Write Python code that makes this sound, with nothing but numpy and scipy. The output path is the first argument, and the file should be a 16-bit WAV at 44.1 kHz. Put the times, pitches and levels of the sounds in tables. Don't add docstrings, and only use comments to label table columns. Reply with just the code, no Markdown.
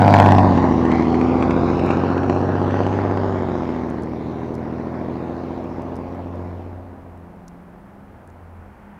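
import sys
import numpy as np
from scipy import signal
from scipy.fft import rfft, irfft, next_fast_len
from scipy.io import wavfile
from scipy.ndimage import uniform_filter1d

SR = 44100
rng = np.random.default_rng(int(sys.argv[2]) if len(sys.argv) > 2 else 0)


def to_wav(sig):
    pcm = np.clip(np.atleast_2d(sig), -1, 1) * 32767
    pcm = np.round(pcm).astype(np.int16)
    wavfile.write(sys.argv[1], SR, pcm.T)


N = 396459
T = np.arange(N) / SR


def gain_of(db):
    return 10 ** (np.asarray(db) / 20)


def evened(x):
    return x / np.sqrt(np.mean(x ** 2) + 1e-20)


def steady(x):
    return x / np.sqrt(uniform_filter1d(x ** 2, size=SR // 3, mode="reflect") + 1e-20)


def curves(rows):
    s, *columns = np.transpose(rows)
    return [np.interp(T, s, column) for column in columns]


def wander(per_s):
    points = rng.standard_normal(round(per_s * N / SR) + 2)
    return np.interp(T * per_s, np.arange(len(points)), points)


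def colour(x, points):
    f, db = np.transpose(points)
    size = next_fast_len(N + SR)
    hz = np.fft.rfftfreq(size, 1 / SR)
    response_db = np.interp(np.log(hz + 1), np.log(f + 1), db, -120, -120)
    return irfft(rfft(x, size) * gain_of(response_db), size)[:N]


def resonate(x, hz, width):
    turn = np.exp(2j * np.pi * np.cumsum(hz * np.ones(N)) / SR)
    r = np.exp(-np.pi * width / SR)
    smooth = signal.lfilter([1 - r], [1, -r], x / turn)
    return 2 * (turn * smooth).real


# [t/s, firing rate f/Hz]
ENGINE_SPEED = [(0.0, 101.39), (0.38, 97.21), (0.76, 84.84), (1.01, 81.66), (1.33, 85.17), (2.54, 94.8),
                (3.05, 98.41), (3.3, 97.03), (3.8, 81.9), (4.05, 79.39), (5.16, 84.77), (6.3, 89.44),
                (6.6, 88.71), (6.86, 90.63), (7.26, 86.56), (8.1, 89.44), (8.78, 83.87), (8.99, 83.88)]
INERTIA_S = .15


def speed():
    return uniform_filter1d(curves(ENGINE_SPEED)[0], size=round(INERTIA_S * SR), mode="nearest")


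FIRST_FIRING_S = .018


def turns():
    done = np.cumsum(speed()) / SR
    return done - np.interp(FIRST_FIRING_S, T, done)


# [t/s, share (1 alongside, 0 behind)]
VIEWPOINT = [(.3, 1), (.75, 0)]


def alongside():
    return curves(VIEWPOINT)[0]


# [place in the cycle/firing steps, growl level/dB, bark level/dB]
CYLINDER_FIRINGS = [(.24, 0, 0), (1.27, -1, -3.5), (2.3, -5, -7), (2.99, -6, -5), (4.25, -6, -7.5),
                    (4.99, -7, -5.5)]


def firings(jitter_s, spread_db):
    place, _, bark_db = np.transpose(CYLINDER_FIRINGS)
    cycles = np.arange(-1, 140)[:, None]
    luck = rng.standard_normal((cycles.size * 6, 2))
    steps = (6 * cycles + place).ravel()
    at = (np.interp(steps, turns(), T, -1, -1) + jitter_s * luck[:, 0]) * SR
    size = gain_of(np.tile(bark_db, cycles.size) + spread_db * luck[:, 1])
    heard = (at > 0) & (at < N - 2)
    at, size = at[heard], size[heard]
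    whole, part, out = at.astype(int), at % 1, np.zeros(N)
    np.add.at(out, whole, size * (1 - part))
    np.add.at(out, whole + 1, size * part)
    return out


def puffs(clicks, decay_s, base):
    r = np.exp(-1 / (decay_s * SR))
    flare = evened(signal.lfilter([1], [1, -r], clicks))
    return evened((base + flare) * rng.standard_normal(N))


# [delay t/s, strength/1 (full alongside)]
NEAR_REFLECTIONS = [(.0027, 0.19), (.0049, 0.044), (.0083, 0.34), (.0136, -0.11)]
BOUNCE_BEHIND = .4


def bounce(x):
    share = BOUNCE_BEHIND + (1 - BOUNCE_BEHIND) * alongside()
    return x + share * sum(strength * np.roll(x, round(s * SR)) for s, strength in NEAR_REFLECTIONS)


# [t/s, comb spacing f/Hz, strength on bark/1, strength on rasp and cracks/1]
ROAD_COMB = [(0, 750, .75, .45), (.4, 890, .6, .4), (1, 1040, .2, .4), (1.5, 1210, .15, .6),
             (1.9, 1330, .15, .65), (2.3, 1420, .1, .6), (2.9, 1550, .1, .4), (3.3, 1700, .1, .45),
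             (4, 1900, 0, .15), (9, 3400, 0, 0)]


def road_echo(x, column):
    spacing_hz, *strength = curves(ROAD_COMB)
    dull = signal.filtfilt(*signal.butter(1, 6000, fs=SR), x)
    delayed = np.interp(np.arange(N) - SR / spacing_hz, np.arange(N), dull)
    return x + strength[column] * delayed


def shimmer(x, depth_db):
    z = signal.stft(x, nperseg=256)[2]
    patches = uniform_filter1d(rng.standard_normal(z.shape), size=4, axis=0)
    patches = evened(uniform_filter1d(patches, size=36, axis=1))
    return signal.istft(z * gain_of(depth_db * patches), nperseg=256)[1][:N]


def boom():
    return np.sqrt(2) * np.cos(2 * np.pi * (turns() + .06))


ORDER_LEVELS = [4.5, -9.5, -5, -1.5, -1.5, -4]
# [f/Hz, level/dB]
SILENCER_ALONGSIDE = [(40, -39), (50, -26), (66, -15.5), (90, -21), (148, -5.5), (246, -2.5), (328, -9.5),
                      (394, -21), (443, -33), (525, -16), (656, -35), (750, -39)]
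# [f/Hz, level/dB]
SILENCER_BEHIND = [(44, -41), (58, -13.5), (75, -24.5), (100, -8), (135, -15), (200, -10.5), (228, -9.5),
                   (252, -5.5), (295, -11), (345, -8), (400, -13), (465, -21), (580, -20.5), (700, -43)]
HALFWAY_DB_PER_ORDER, HALFWAY_PIVOT = -.45, 21


def growl_lines():
    place, db, _ = np.transpose(CYLINDER_FIRINGS)
    count = len(place)
    cycle, beside, out = 2 * np.pi * (turns() - .07) / 6, alongside(), np.zeros(N)
    for order in range(3, 41):
        if order == count:
            continue
        pulses = gain_of(db) * np.exp(-2j * np.pi * order * place / count)
        start = np.angle(np.sum(pulses)) + .6
        level_db = ORDER_LEVELS[order % count] + 2.1 * wander(per_s=4)
        if order % count == count / 2:
            level_db += HALFWAY_DB_PER_ORDER * (order - HALFWAY_PIVOT)
        phase = order * cycle + start + .01 * order * wander(per_s=9)
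        out += gain_of(level_db) * np.cos(phase)
    near, far = colour(out, SILENCER_ALONGSIDE), colour(out, SILENCER_BEHIND)
    return steady(beside * near + (1 - beside) * far)


# [f/Hz, relative level/dB]
SILENCER_TURBULENCE = [(26, -35), (45, -23.5), (75, -18.5), (129, -6), (232, 1.5), (284, -8.5), (328, 1),
                       (520, -9), (680, -43.5), (1140, -120)]


def growl(clicks):
    turbulence = colour(puffs(clicks, .005, 1.3), SILENCER_TURBULENCE)
    return growl_lines() + .3 * evened(turbulence)


# [f/Hz, relative level/dB]
TAIL_PIPE = [(200, -20), (330, -3.5), (480, 7), (620, 7.5), (800, 4.5), (1000, 2), (1250, -8.5),
             (1600, -20.5), (2500, -36)]


def bark(clicks, rough):
    pulses = rough * puffs(clicks, .006, 2.2) + np.sqrt(1 - rough ** 2) * evened(clicks)
    return steady(road_echo(bounce(colour(pulses, TAIL_PIPE)), column=0))


# [f/Hz, relative level/dB]
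GAS_JET = [(590, -26), (1000, -4), (1400, -8), (2250, -15), (3210, -24.5), (3820, -25), (5890, -31.5),
           (6800, -36.5), (8910, -51), (10000, -53.5), (13000, -76.5), (22000, -120)]


def rasp(clicks, rough):
    jet = puffs(clicks, .002, .6 + 3 * rough) + .5 * (1 - rough) * evened(clicks)
    return steady(shimmer(road_echo(colour(jet, GAS_JET), column=1), depth_db=2.5))


# [t/s, level/dB]
EXHAUST_LEVEL = [(0, -16), (.3, -15), (.6, -15.5), (1, -17), (1.45, -17), (2, -20), (2.7, -22), (3.3, -24),
                 (3.8, -25), (4.2, -27.5), (5.1, -27.5), (5.9, -31), (6.4, -34), (6.8, -41), (7.2, -46),
                 (8, -53.5), (8.6, -51), (8.99, -68)]
# [t/s, share/1]
ROUGHNESS = [(0, 0.5), (.3, 0.57), (.55, 1), (2.4, 0.89), (3.3, 0.69), (4.2, 0.99), (6.2, 1), (7, 0.9),
             (8.99, 0.6)]
# [t/s, rasp level/dB, half length t/s]
JET_SWELLS = [(0.193, 8, 0.2), (0.951, 4.5, 0.13), (1.44, 3.5, 0.065), (1.675, 1.5, .1), (2.095, 3.5, 0.12),
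              (1.913, 4.5, 0.12), (2.328, 4.5, 0.075), (2.745, 2, 0.15), (3.08, -1, 0.09),
              (3.37, 0.5, 0.14), (3.738, 3, 0.29), (4.945, 0.5, .14), (6.3, -4, 0.058)]
# [t/s, level/dB]
DISTANT_BOOM = [(5.4, 0), (6.1, 5), (6.45, 12), (6.75, 14), (6.95, 7), (7.22, 15), (7.4, -9), (7.75, -2),
                (8, 10), (8.4, 17), (8.62, 22), (8.8, 13), (8.99, 16)]
REV_HZ = 90
BARK_DB, BARK_DB_PER_HZ, BARK_DB_PER_S = -8, 0.3949, 0.76
RASP_DB, RASP_DB_PER_HZ, RASP_DB_PER_S = -15.5, 0.2451, -0.35
ALONGSIDE_BOOM_DB, ALONGSIDE_BARK_DB, ALONGSIDE_RASP_DB = 3, 5, -1
CLEARING_PER_DB, SWELL_ON_BARK = 0.04, 0.38
PIPE_HZ, PIPE_WIDTH_HZ, BOOM_DB, BLOOM_DB = 98, 7.5, -12, 10.5
EASE_S, EASE_LENGTH_S = 6.6, 2
EASED_GROWL_DB, EASED_BARK_DB, EASED_RASP_DB = -4, -1.5, -12


def controls():
    level_db, rate, beside = curves(EXHAUST_LEVEL)[0], speed(), alongside()
    revs = rate - REV_HZ
    eased = np.clip((T - EASE_S) / EASE_LENGTH_S, 0, 1)
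    swell_db = sum(db * np.clip(1 - abs(T - s) / half, 0, 1) for s, db, half in JET_SWELLS)

    bloom_db = BLOOM_DB * np.exp(-((rate - PIPE_HZ) / PIPE_WIDTH_HZ) ** 2)
    boom_db = BOOM_DB + bloom_db + ALONGSIDE_BOOM_DB * beside + curves(DISTANT_BOOM)[0]
    growl_db = EASED_GROWL_DB * eased
    bark_db = BARK_DB + BARK_DB_PER_HZ * revs + BARK_DB_PER_S * T
    bark_db += ALONGSIDE_BARK_DB * beside + SWELL_ON_BARK * swell_db + EASED_BARK_DB * eased
    rasp_db = RASP_DB + RASP_DB_PER_HZ * revs + RASP_DB_PER_S * T
    rasp_db += ALONGSIDE_RASP_DB * beside + swell_db + EASED_RASP_DB * eased

    rough = np.clip(curves(ROUGHNESS)[0] - CLEARING_PER_DB * swell_db, 0, 1)
    return level_db + boom_db, level_db + growl_db, level_db + bark_db, level_db + rasp_db, rough


def exhaust():
    boom_db, growl_db, bark_db, rasp_db, rough = controls()
    clicks = firings(jitter_s=.00012, spread_db=1.3)
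    low = gain_of(boom_db) * boom() + gain_of(growl_db) * growl(clicks)
    high = gain_of(bark_db) * bark(clicks, rough) + gain_of(rasp_db) * rasp(clicks, rough)
    return low + high


# [t/s, f/Hz, mean level/dB]
TURBO_WHISTLE = [(0, 10300, -92), (.6, 10000, -84), (1, 9750, -80), (1.5, 9750, -81), (2.3, 10300, -86),
                 (3.2, 10900, -93), (4, 10900, -100)]


def turbo():
    hz, db = curves(TURBO_WHISTLE)
    whistle = resonate(resonate(rng.standard_normal(N), hz, 300), hz, 300)
    return gain_of(db + 4 * wander(per_s=9.1)) * evened(whistle)


# [f/Hz, relative level/dB]
TOWN_COLOUR = [(12, -36), (20, -6.5), (77, 0), (146, -6.5), (198, -3), (337, -11.5), (485, -12.5),
               (873, -11), (1030, -16), (1440, -18), (2140, -27), (3840, -42.5), (6910, -47.5),
               (14700, -47.5), (16000, -51)]
# [t/s, level/dB]
TYRE_ROAR = [(6.5, -83), (7.5, -82), (8, -77), (8.5, -63), (8.99, -55.5)]
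TOWN_DB = -45
WHINE_HZ, WHINE_DB = 10150, -89


def town():
    wash = evened(colour(rng.standard_normal(N), TOWN_COLOUR))
    roar = colour(rng.standard_normal(N), [(400, -52), (850, -1), (1100, -9.0), (2000, -9.5), (3500, -31)])
    whine = evened(resonate(rng.standard_normal(N), WHINE_HZ, 25))
    car = gain_of(curves(TYRE_ROAR)[0]) * evened(roar)
    return gain_of(TOWN_DB) * wash + car + gain_of(WHINE_DB) * whine


# [t/s, flare peak before colouring level/dB]
EXHAUST_CRACKS = [(0.017, -29), (0.078, -22.5), (0.139, -10), (0.2002, -16), (0.262, -19), (0.32, -18),
                  (0.383, -16.5), (0.448, -33.5), (0.5766, -25), (0.7229, -31.5), (0.7938, -39.5),
                  (0.852, -26), (0.9165, -21.5), (1.0233, -26.5), (1.0823, -33.5), (1.1442, -28),
                  (1.2128, -25), (1.4248, -20), (1.508, -21), (1.794, -25.5), (1.9064, -21.5),
                  (2.178, -27.5), (2.2322, -28), (2.2973, -22), (2.708, -33), (2.7687, -37),
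                  (2.8344, -31.5), (2.865, -27.5), (2.938, -49), (2.9887, -48), (3.058, -52), (3.1106, -34),
                  (3.174, -31.5), (4.7967, -51)]


def cracks():
    flare = np.zeros(N)
    s, db = np.transpose(EXHAUST_CRACKS)
    flare[np.round(s * SR).astype(int)] = gain_of(db)
    flare = signal.lfilter([1], [1, -np.exp(-1 / (0.0043 * SR))], flare)
    bright = [(900, -33.0), (1700, 10.5), (2500, 7), (3500, -6.5), (5000, -12.0), (8000, -19.0)]
    return road_echo(colour(flare * rng.standard_normal(N), bright), column=1)


# [t/s, f/Hz, level/dB]
AXLE_GEARS = [(.4, 733, -52), (.7, 761, -37), (1.3, 776, -34), (2, 789, -38), (2.8, 820, -36),
              (3.3, 854, -39), (3.8, 876, -43), (4.6, 905, -85)]


def axle():
    hz, db = curves(AXLE_GEARS)
    return gain_of(db) * evened(resonate(resonate(rng.standard_normal(N), hz, 45), hz, 45))


# [t/s, ring level before decay and band-pass/dB, ring f/Hz]
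NEAR_TICKS = [(1.7494, -39, 4930), (1.863, -33, 5000), (3.699, -49, 6400), (3.9016, -38, 6000),
              (4.0228, -41, 7140), (4.0344, -36, 5100), (4.544, -38, 5560), (4.5524, -33, 5200),
              (5.641, -44, 5980), (5.8207, -40, 5330), (5.9573, -38, 5800), (5.9657, -34.5, 5240),
              (6.149, -46, 5260), (6.3565, -45, 5030), (7.1766, -52, 8300), (7.481, -46, 6370),
              (7.481, -33.5, 6200), (7.4844, -38, 5330), (8.276, -40, 9400), (8.302, -46, 6940)]


def ticks():
    out, t = np.zeros(N + 200), np.arange(200) / SR
    for s, db, hz in NEAR_TICKS:
        ring = np.sin(2 * np.pi * hz * t) * np.exp(-t / 0.00026)
        crack = rng.standard_normal(200) * np.exp(-t / 0.0019)
        out[round(s * SR):][:200] += gain_of(db) * (ring + 0.32 * crack)
    band = signal.butter(2, [4500, 11000], "bandpass", fs=SR, output="sos")
    return signal.sosfilt(band, out[:N])


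# [t/s, level/dB]
SECOND_ORDER = [(6.7, -57), (7.2, -46), (7.6, -43.5), (8, -54), (8.25, -66), (8.6, -70)]
# [start t/s, end t/s, mean level/dB]
HUM_SPELLS = [(6.747, 7.013, -49), (7.117, 7.423, -50), (7.597, 8.233, -49.5), (8.616, 8.746, -50),
              (8.807, 8.983, -47)]
HUM_HZ, HUM_FADE_S = 201, .04


def far_tones():
    fade = np.clip((T - SECOND_ORDER[0][0]) / 0.2, 0, 1)
    second = np.sqrt(2) * np.cos(4 * np.pi * turns())
    hum = np.sqrt(2) * np.cos(2 * np.pi * HUM_HZ * T + wander(per_s=6))
    hum = hum * gain_of(2.5 * wander(per_s=8))
    spells = sum(gain_of(db) * np.clip(np.minimum(T - start, end - T) / HUM_FADE_S, 0, 1)
                 for start, end, db in HUM_SPELLS)
    return fade * gain_of(curves(SECOND_ORDER)[0]) * second + spells * hum


def scene():
    return (exhaust() + turbo() + town() + cracks() + axle() + ticks() + far_tones())[None]


EDGE_HZ = 15850


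def record(dry):
    clipped = np.clip(dry, -1, 1)
    low_pass = signal.firwin(511, EDGE_HZ, window=("kaiser", 9), fs=SR)
    return signal.oaconvolve(clipped, low_pass[None], "same")


dry = scene()
out = record(dry)
to_wav(out)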